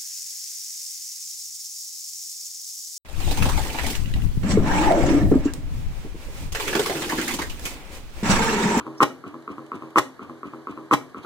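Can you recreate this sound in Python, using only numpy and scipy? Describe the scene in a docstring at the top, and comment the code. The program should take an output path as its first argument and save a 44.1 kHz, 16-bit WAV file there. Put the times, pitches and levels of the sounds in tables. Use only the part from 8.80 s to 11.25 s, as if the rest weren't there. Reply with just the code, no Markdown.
"""Hit-and-miss engine in a yard.

One old cylinder, about four cycles a second. Every fourth cycle fires: the exhaust barks, echoes in
its pipe and ends in a blast of gas. The cycles between only chuff and hiss. A mid-cycle knock and soft
rush of air leave the exhaust pipe droning. Hollow parts hum, running gear rumbles, the yard echoes."""
import sys
import numpy as np
from scipy import signal
from scipy.fft import rfft, irfft
from scipy.io import wavfile

SR = 44100
rng = np.random.default_rng(int(sys.argv[2]) if len(sys.argv) > 2 else 0)


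def transcribe(signal):
    """Save signal, clipped to [-1, 1], as a 16-bit WAV file at the path in sys.argv[1]."""
    frames = np.atleast_2d(signal).T
    limited = np.clip(frames, -1, 1)
    pcm = np.round(limited * 32767).astype(np.int16)
    wavfile.write(sys.argv[1], SR, pcm)


N = 108045
FFT_SIZE = 2 ** 18
HZ = np.maximum(np.arange(FFT_SIZE // 2 + 1) * SR / FFT_SIZE, 1)
TIME_S = np.arange(N) / SR

# coasting exhausts (time [s], level [dB], bark [Hz], rush [dB])
CHUFFS = [(-.0425, -11.5, 1127, -0.5), (0.439, -26.5, 1220, -4.5), (0.677, -20.5, 1184, -4),
          (0.9174, -17.5, 1154, -2), (1.3929, -27.5, 1213, -3), (1.6309, -22, 1172, -5),
          (1.8705, -19, 1160, -3), (2.345, -25, 1225, -3.5)]
# mid-cycle knocks (time [s], level [dB], bark [Hz], rush [dB], drone [dB])
KNOCKS = [(0.0658, -25.5, 1143, 4, 1.5), (0.305, -34, 1240, -2.5, -1), (0.5417, -29.5, 1125, -4, -2),
          (.7810, -27, 1165, -1, -2), (1.0218, -27.5, 1146, 2, -2.5), (1.259, -37, 1164, -2.5, -1.5),
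          (1.4960, -31, 1144, -1.5, -1), (1.7343, -29.5, 1203, 0, -2.5), (1.9745, -27.5, 1182, 0.5, -2),
          (2.2117, -35, 1170, -3, -3), (2.4470, -30.5, 1200, 4.5, -5.5)]
# fired exhausts (time [s], level [dB], bark [Hz], blast [dB], blast delay [s])
FIRINGS = [(0.204, -7, 1165, 0, 0.0267), (1.1582, -7.5, 1150, 1, 0.027), (2.1108, -9, 1152, -1, 0.0269)]
# pressure wave and its returns in the pipes (delay [s], bark [dB], thump [dB], thump [Hz])
CHUFF_ECHOES = [(0, -1, -13, 326), (.0052, -12.5, -14.5, 370), (.0115, -9, -17, 370),
                (0.0161, -9.5, -19, 335), (0.0233, -14, -9, 291), (0.0337, -40, -12, 300),
                (0.0432, -23, -14, 315), (0.052, -16, -32, 303)]
KNOCK_ECHOES = [(0, 0.5, -24.5, 320), (0.0106, -5.5, -16, 320), (0.0201, -15.5, -8, 365),
                (0.035, -24, -25, 370)]
FIRING_ECHOES = [(0, 2, -13, 303), (.0053, -4, -26, 350), (.0094, -2.5, -9.5, 340), (0.0153, 1, -4, 340),
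                 (0.0214, -11, -8.5, 330), (0.0263, -2.5, -18, 349), (0.0365, -6, -29, 395)]
# noise spectra of gas flow and running gear (frequency [Hz], gain [dB])
CHUFF_SPECTRUM = [(30, -80), (70, -69.5), (110, -61), (200, -73.5), (300, -58.5), (500, -72), (750, -75.5),
                  (1200, -62.5), (1800, -87), (2450, -75), (3200, -85.5), (5000, -99), (14000, -107)]
HISS_SPECTRUM = [(1000, -105), (3000, -92), (4200, -103), (5600, -101), (8000, -103), (14000, -112)]
RUSH_SPECTRUM = [(70, -101), (140, -80.5), (320, -69), (520, -74), (750, -76), (1150, -67.5), (1700, -94),
                 (2400, -87), (3400, -95.5), (5500, -101), (14000, -108)]
ROAR_SPECTRUM = [(30, -65.5), (70, -61), (130, -42.5), (210, -53.5), (320, -41), (440, -51), (620, -48.5),
                 (820, -52.5), (1100, -44), (1600, -48), (2600, -53.5), (3100, -58.5), (5600, -95),
                 (14000, -100)]
CRACK_SPECTRUM = [(300, -51), (1500, -61), (2600, -55), (3100, -56.5), (3900, -60.5), (4500, -64),
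                  (5500, -56.5), (6500, -62.5), (8000, -61.5), (10000, -69), (14000, -67.5)]
GEAR_SPECTRUM = [(25, -88), (60, -94), (130, -81.5), (200, -103), (290, -78), (500, -78.5), (750, -81.5),
                 (1150, -84.5), (1700, -82.5), (2500, -100), (3200, -100), (4100, -95), (5000, -103),
                 (8000, -107), (14000, -111)]
# brief hisses of gas (delay after chuff or knock [s], level [dB])
CHUFF_HISSES = [(.012, -30), (0.039, 7.5)]
KNOCK_HISSES = [(.002, -5), (0.084, 1)]
# air leaks (time [s], level [dB], whistle [Hz], width [Hz])
LEAKS = [(.182, -75.5, 5500, 350), (2.431, -79.5, 2600, 580), (2.435, -82, 3750, 890)]
# exhaust pipe resonances (frequency [Hz], width [Hz], boost [dB])
PIPE_MODES = [(318, 23, 2), (390, 41, 5), (526, 23, 9), (616, 14, 7), (819, 54, 12.5), (1023, 13, 3),
              (1067, 38, 5.5), (1460, 35, 5), (1870, 72, 6.5), (3290, 77, 3.5), (3932, 48, 9.5)]
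# pipe air column (cool frequency [Hz], cool level [dB], hot level [dB], T60 [s])
AIR_COLUMN = [(138.3, -42.5, -52.5, .55), (238.3, -38, -32, 0.33), (319.6, -33, -44, 0.68),
              (402, -42, -57.5, 1), (512, -44.5, -51, 0.47), (604, -49.5, -55, 0.84), (798, -44, -69, 0.21)]
# modes of hollow parts (frequency [Hz], gain [dB], T60 [s])
HUM_MODES = [(291, -47.5, 0.15), (366.4, -61, 0.34), (470, -66, 0.7)]
# yard echo colour (frequency [Hz], gain [dB])
YARD_SPECTRUM = [(60, -28.5), (150, -19), (400, -11.5), (700, -12.5), (1150, -20.5), (2000, -15),
                 (4000, -11.5), (8000, -12.5), (14000, -14)]
# yard echo decay (frequency [Hz], T60 [s])
YARD_DECAY = [(100, 1), (400, 0.25), (1200, 0.24), (4000, 0.25), (14000, 0.3)]
# width of scattered sound (frequency [Hz], side over mid [dB])
SPREAD = [(50, -3.5), (150, 3), (350, -2.5), (1200, -14), (2600, 1), (4000, -2), (6000, -0.5),
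          (14000, -3.5)]
# phase between microphone ports (frequency [Hz], right lag [rad])
PORT_PHASE = [(0, -2.2), (60, -1.9), (130, -1.2), (200, -.6), (260, .4), (340, .6), (520, .4), (600, .9),
              (700, -.1), (820, -.35), (1150, .05), (1450, -.15), (1600, .6), (1800, 2.1), (2100, 2.5),
              (2450, 3.1), (2850, 3.2), (3300, 5.5), (3950, 6.28), (4550, 6.7), (5250, 9.4), (6600, 12.6),
              (14000, 30.2)]
# port balance (frequency [Hz], left over right [dB])
PORT_BALANCE = [(30, 5), (60, 1.5), (150, 7), (320, -1), (700, 1.5), (1200, 1), (2500, -2.5), (8000, -0.4),
                (14000, 0)]


def from_db(db):
    """Decibels to gain."""
    return 10 ** (np.asarray(db) / 20)


def at_hz(points, hz):
    """Table lookup on a log-frequency axis."""
    knots_hz, values = np.transpose(points)
    return np.interp(np.log(hz), np.log(knots_hz), values)


def colour(x, spectrum):
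    """Minimum-phase filter with the given spectrum."""
    cepstrum = irfft(np.log(from_db(at_hz(spectrum, HZ))))
    cepstrum[1:FFT_SIZE // 2] *= 2
    cepstrum[FFT_SIZE // 2 + 1:] = 0
    return irfft(rfft(x, FFT_SIZE) * np.exp(rfft(cepstrum)))[..., :N]


def resonate(x, hz, width_hz):
    """One resonance, unity gain at its peak."""
    return signal.lfilter(*signal.iirpeak(hz, hz / width_hz, SR), x)


def noise():
    """White noise, 0 dB per Hz."""
    return rng.standard_normal(N) * np.sqrt(SR / 2)


def diffuse():
    """Partly correlated stereo noise."""
    mid, side = noise(), colour(noise(), SPREAD)
    return mid + np.array([side, -side])


def add(track, start_s, sound):
    """Mix a sound in at start_s."""
    start = int(round(start_s * SR))
    first, end = max(start, 0), min(start + len(sound), N)
    if end > first:
        track[first:end] += sound[first - start:end - start]


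def swell(events, rise_s, fall_s):
    """Envelope: exponential rise and fall about each (time [s], level [dB]), summed in power."""
    peaks = (from_db(db) * np.exp(-np.maximum((s - TIME_S) / rise_s, (TIME_S - s) / fall_s))
             for s, db in events)
    return np.sqrt(sum(peak ** 2 for peak in peaks))


def ragged(depth_db, rate_hz):
    """Quick random level swings, as in a turbulent jet."""
    swings = np.interp(TIME_S * rate_hz, np.arange(N), rng.standard_normal(N))
    return from_db(depth_db * np.clip(swings, -2, 2))


def burst(hz, width_hz):
    """Impulse response of a broad resonance, peak 1."""
    band_hz = [max(hz - width_hz / 2, 20), hz + width_hz / 2]
    sos = signal.butter(3, band_hz, "band", fs=SR, output="sos")
    wave = signal.sosfilt(sos, signal.unit_impulse(SR // 20))
    return wave / np.abs(wave).max()


def pipe_pulses(strokes, echoes, thump_follows):
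    """A pressure wave and its returns each ring the pipe's bark, overtone and low thump."""
    out = np.zeros(N)
    overtone = from_db(-14.5) * burst(hz=2280, width_hz=820)
    mean_db = np.mean([row[1] for row in strokes])
    for s, db, bark_hz, *_ in strokes:
        bark = burst(bark_hz, width_hz=302) + overtone
        thump_base_db = mean_db + thump_follows * (db - mean_db)
        for delay_s, bark_db, thump_db, thump_hz in echoes:
            thump = from_db(thump_base_db + thump_db) * burst(thump_hz, width_hz=237)
            arrival_s = s + delay_s * (1 + 0.0087 * rng.standard_normal())
            add(out, arrival_s, -from_db(db + bark_db) * bark - thump)
    return out


def pipe(x):
    """Input plus the narrow exhaust pipe resonances it excites."""
    return x + sum((from_db(db) - 1) * resonate(x, hz, width_hz) for hz, width_hz, db in PIPE_MODES)


def running_gear():
    """Steady rumble and hiss of the moving parts."""
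    return from_db(-3.5) * colour(diffuse(), GEAR_SPECTRUM)


def chuffs():
    """Unburnt air leaves with a soft knock and a puff."""
    flow = swell([(s + 0.029, db) for s, _, _, db in CHUFFS], rise_s=0.0094, fall_s=0.042)
    pulses = pipe_pulses(CHUFFS, CHUFF_ECHOES, thump_follows=0.25)
    return pulses + colour(noise() * flow, CHUFF_SPECTRUM)


def gas_hisses():
    """Gas hisses briefly at each chuff's peak, more faintly after each knock, and rings the pipe."""
    hisses, hiss_follows = [], 0.45
    for strokes, pattern in ((CHUFFS, CHUFF_HISSES), (KNOCKS, KNOCK_HISSES)):
        mean_db = np.mean([row[1] for row in strokes])
        hisses += [(s + delay_s, db + hiss_follows * (stroke_db - mean_db))
                   for s, stroke_db, *_ in strokes for delay_s, db in pattern]
    envelope = from_db(-3.5) * swell(hisses, rise_s=0.0026, fall_s=0.0073)
    jet = diffuse() * envelope * ragged(depth_db=6, rate_hz=350)
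    return pipe(colour(jet, HISS_SPECTRUM))


def hum(drive):
    """Hollow parts ring on after each stroke."""
    out = np.zeros(N)
    for hz, db, t60_s in HUM_MODES:
        radius = from_db(-60 / (t60_s * SR))
        pole_real = radius * np.cos(2 * np.pi * hz / SR)
        out += from_db(db) * signal.lfilter([1, -pole_real], [1, -2 * pole_real, radius ** 2], drive)
    return out


def yard(source):
    """Scattered echoes off machines and sheds; the bass lasts longest."""
    scatter, tail = rfft(diffuse() / np.sqrt(SR / 2), FFT_SIZE), 0
    onset = 1 - np.exp(-(TIME_S / 0.012) ** 2)
    edges_hz = [1, 200, 600, 1800, 4000, 8000, SR / 2]
    for low_hz, high_hz in zip(edges_hz, edges_hz[1:]):
        t60_s = at_hz(YARD_DECAY, (low_hz + high_hz) / 2)
        decay = from_db(-60 * TIME_S / t60_s) * onset
        band = irfft(scatter * ((HZ >= low_hz) & (HZ < high_hz)))[:, :N]
        tail = tail + band * decay / np.sqrt(np.sum(decay ** 2))
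    return colour(signal.fftconvolve(source[None], tail, axes=1)[:, :N], YARD_SPECTRUM)


def pipe_drones():
    """Each knock leaves the exhaust pipe's air column droning: sharp when hot, sinking as it cools."""
    hot_for_s, cooling_s, hot_sharpens = 0.099, 0.19, 0.1188
    lead_s, rise_s, damp_after_s = 0.009, 0.0058, 0.17
    gas_heat = sum((TIME_S > s) * np.exp(-np.maximum(TIME_S - s - hot_for_s, 0) / cooling_s)
                   for s, *_ in FIRINGS)
    envelope = (1 - np.exp(-TIME_S / rise_s)) / (1 + (TIME_S / damp_after_s) ** 4)
    out = np.zeros(N)
    for s, *_, drone_db in KNOCKS:
        start_s = s - lead_s
        heat = np.interp(start_s + TIME_S, TIME_S, gas_heat)
        warped_s = np.cumsum(1 + hot_sharpens * heat) / SR
        for hz, cool_db, hot_db, t60_s in AIR_COLUMN:
            level_db = drone_db + cool_db + (hot_db - cool_db) * heat[0] - 60 * TIME_S / t60_s
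            add(out, start_s, np.sin(2 * np.pi * hz * warped_s) * from_db(level_db) * envelope)
    return out


def mid_cycle_knocks():
    """The exhaust valve closes: a knock in the pipe and a soft rush of air."""
    flow = swell([(s + 0.00044, db - 4) for s, _, _, db, _ in KNOCKS], rise_s=0.013, fall_s=0.1)
    pulses = pipe_pulses(KNOCKS, KNOCK_ECHOES, thump_follows=0.39)
    return pulses + colour(noise() * flow, RUSH_SPECTRUM)


def air_leaks():
    """Escaping air whistles briefly."""
    return sum(resonate(noise() * swell([(s, db)], rise_s=0.0052, fall_s=0.016), hz, width_hz)
               for s, db, hz, width_hz in LEAKS)


def firings():
    """A hard bark; hot gas then tears out of the pipe with a roar and a crack and hisses away."""
    blasts = [(s + delay_s, db) for s, _, _, db, delay_s in FIRINGS]
    roar = noise() * swell([(s - 0.002, db) for s, db in blasts], rise_s=0.0045, fall_s=0.0091)
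    ages_s = [np.maximum(TIME_S - s, 0) for s, *_ in FIRINGS]
    outflow = sum((1 - np.exp(-age_s / 0.024)) * np.exp(-age_s / 0.025) for age_s in ages_s)
    crack_envelope = swell(blasts, rise_s=0.0043, fall_s=0.0063) + from_db(-7.5) * outflow
    crack = diffuse() * crack_envelope * ragged(depth_db=2, rate_hz=1500)
    gas = from_db(-1) * colour(roar, ROAR_SPECTRUM) + from_db(-3.5) * colour(crack, CRACK_SPECTRUM)
    barks = pipe_pulses(FIRINGS, FIRING_ECHOES, thump_follows=0.11)
    ring = from_db(-5.5) * (pipe(barks) - barks)
    return barks + ring + pipe(gas)


def scene():
    """Close engine plus yard echo, stereo."""
    fired, coasting, knocks = firings(), chuffs(), mid_cycle_knocks()
    ringing = hum(knocks + from_db(-3) * coasting + from_db(-4) * fired.mean(axis=0))
    engine = fired + coasting + knocks + gas_hisses() + air_leaks() + ringing
    return engine + pipe_drones() + yard(engine.mean(axis=0)) + running_gear()


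def record(dry):
    """Two-port microphone: level and phase offsets, mid and side notches, low cut, clip, high cut."""
    low_cut_hz, high_cut_hz = 59, 14050
    mid_stop_hz, mid_notch_hz, side_stop_hz = [2370, 2840], 5200, [3680, 4230]
    lag_rad = np.interp(HZ, *np.transpose(PORT_PHASE))
    tilt = from_db(at_hz(PORT_BALANCE, HZ) / 2)
    left = irfft(rfft(dry[0], FFT_SIZE) * tilt)[:N]
    right = irfft(rfft(dry[1], FFT_SIZE) / tilt * np.exp(-1j * lag_rad))[:N]
    mid = signal.sosfilt(signal.butter(3, mid_stop_hz, "stop", fs=SR, output="sos"), (left + right) / 2)
    mid = signal.lfilter(*signal.iirnotch(mid_notch_hz, Q=16, fs=SR), mid)
    side_stop = signal.butter(2, side_stop_hz, "stop", fs=SR, output="sos")
    side = signal.sosfilt(side_stop, (left - right) / 2)
    low_cut = signal.butter(2, low_cut_hz, "high", fs=SR, output="sos")
    high_cut = signal.ellip(12, 0.2, 80, high_cut_hz, fs=SR, output="sos")
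    stereo = signal.sosfilt(low_cut, [mid + side, mid - side])
    return signal.sosfilt(high_cut, np.clip(stereo, -1, 1))


dry = scene()
out = record(dry)
transcribe(out)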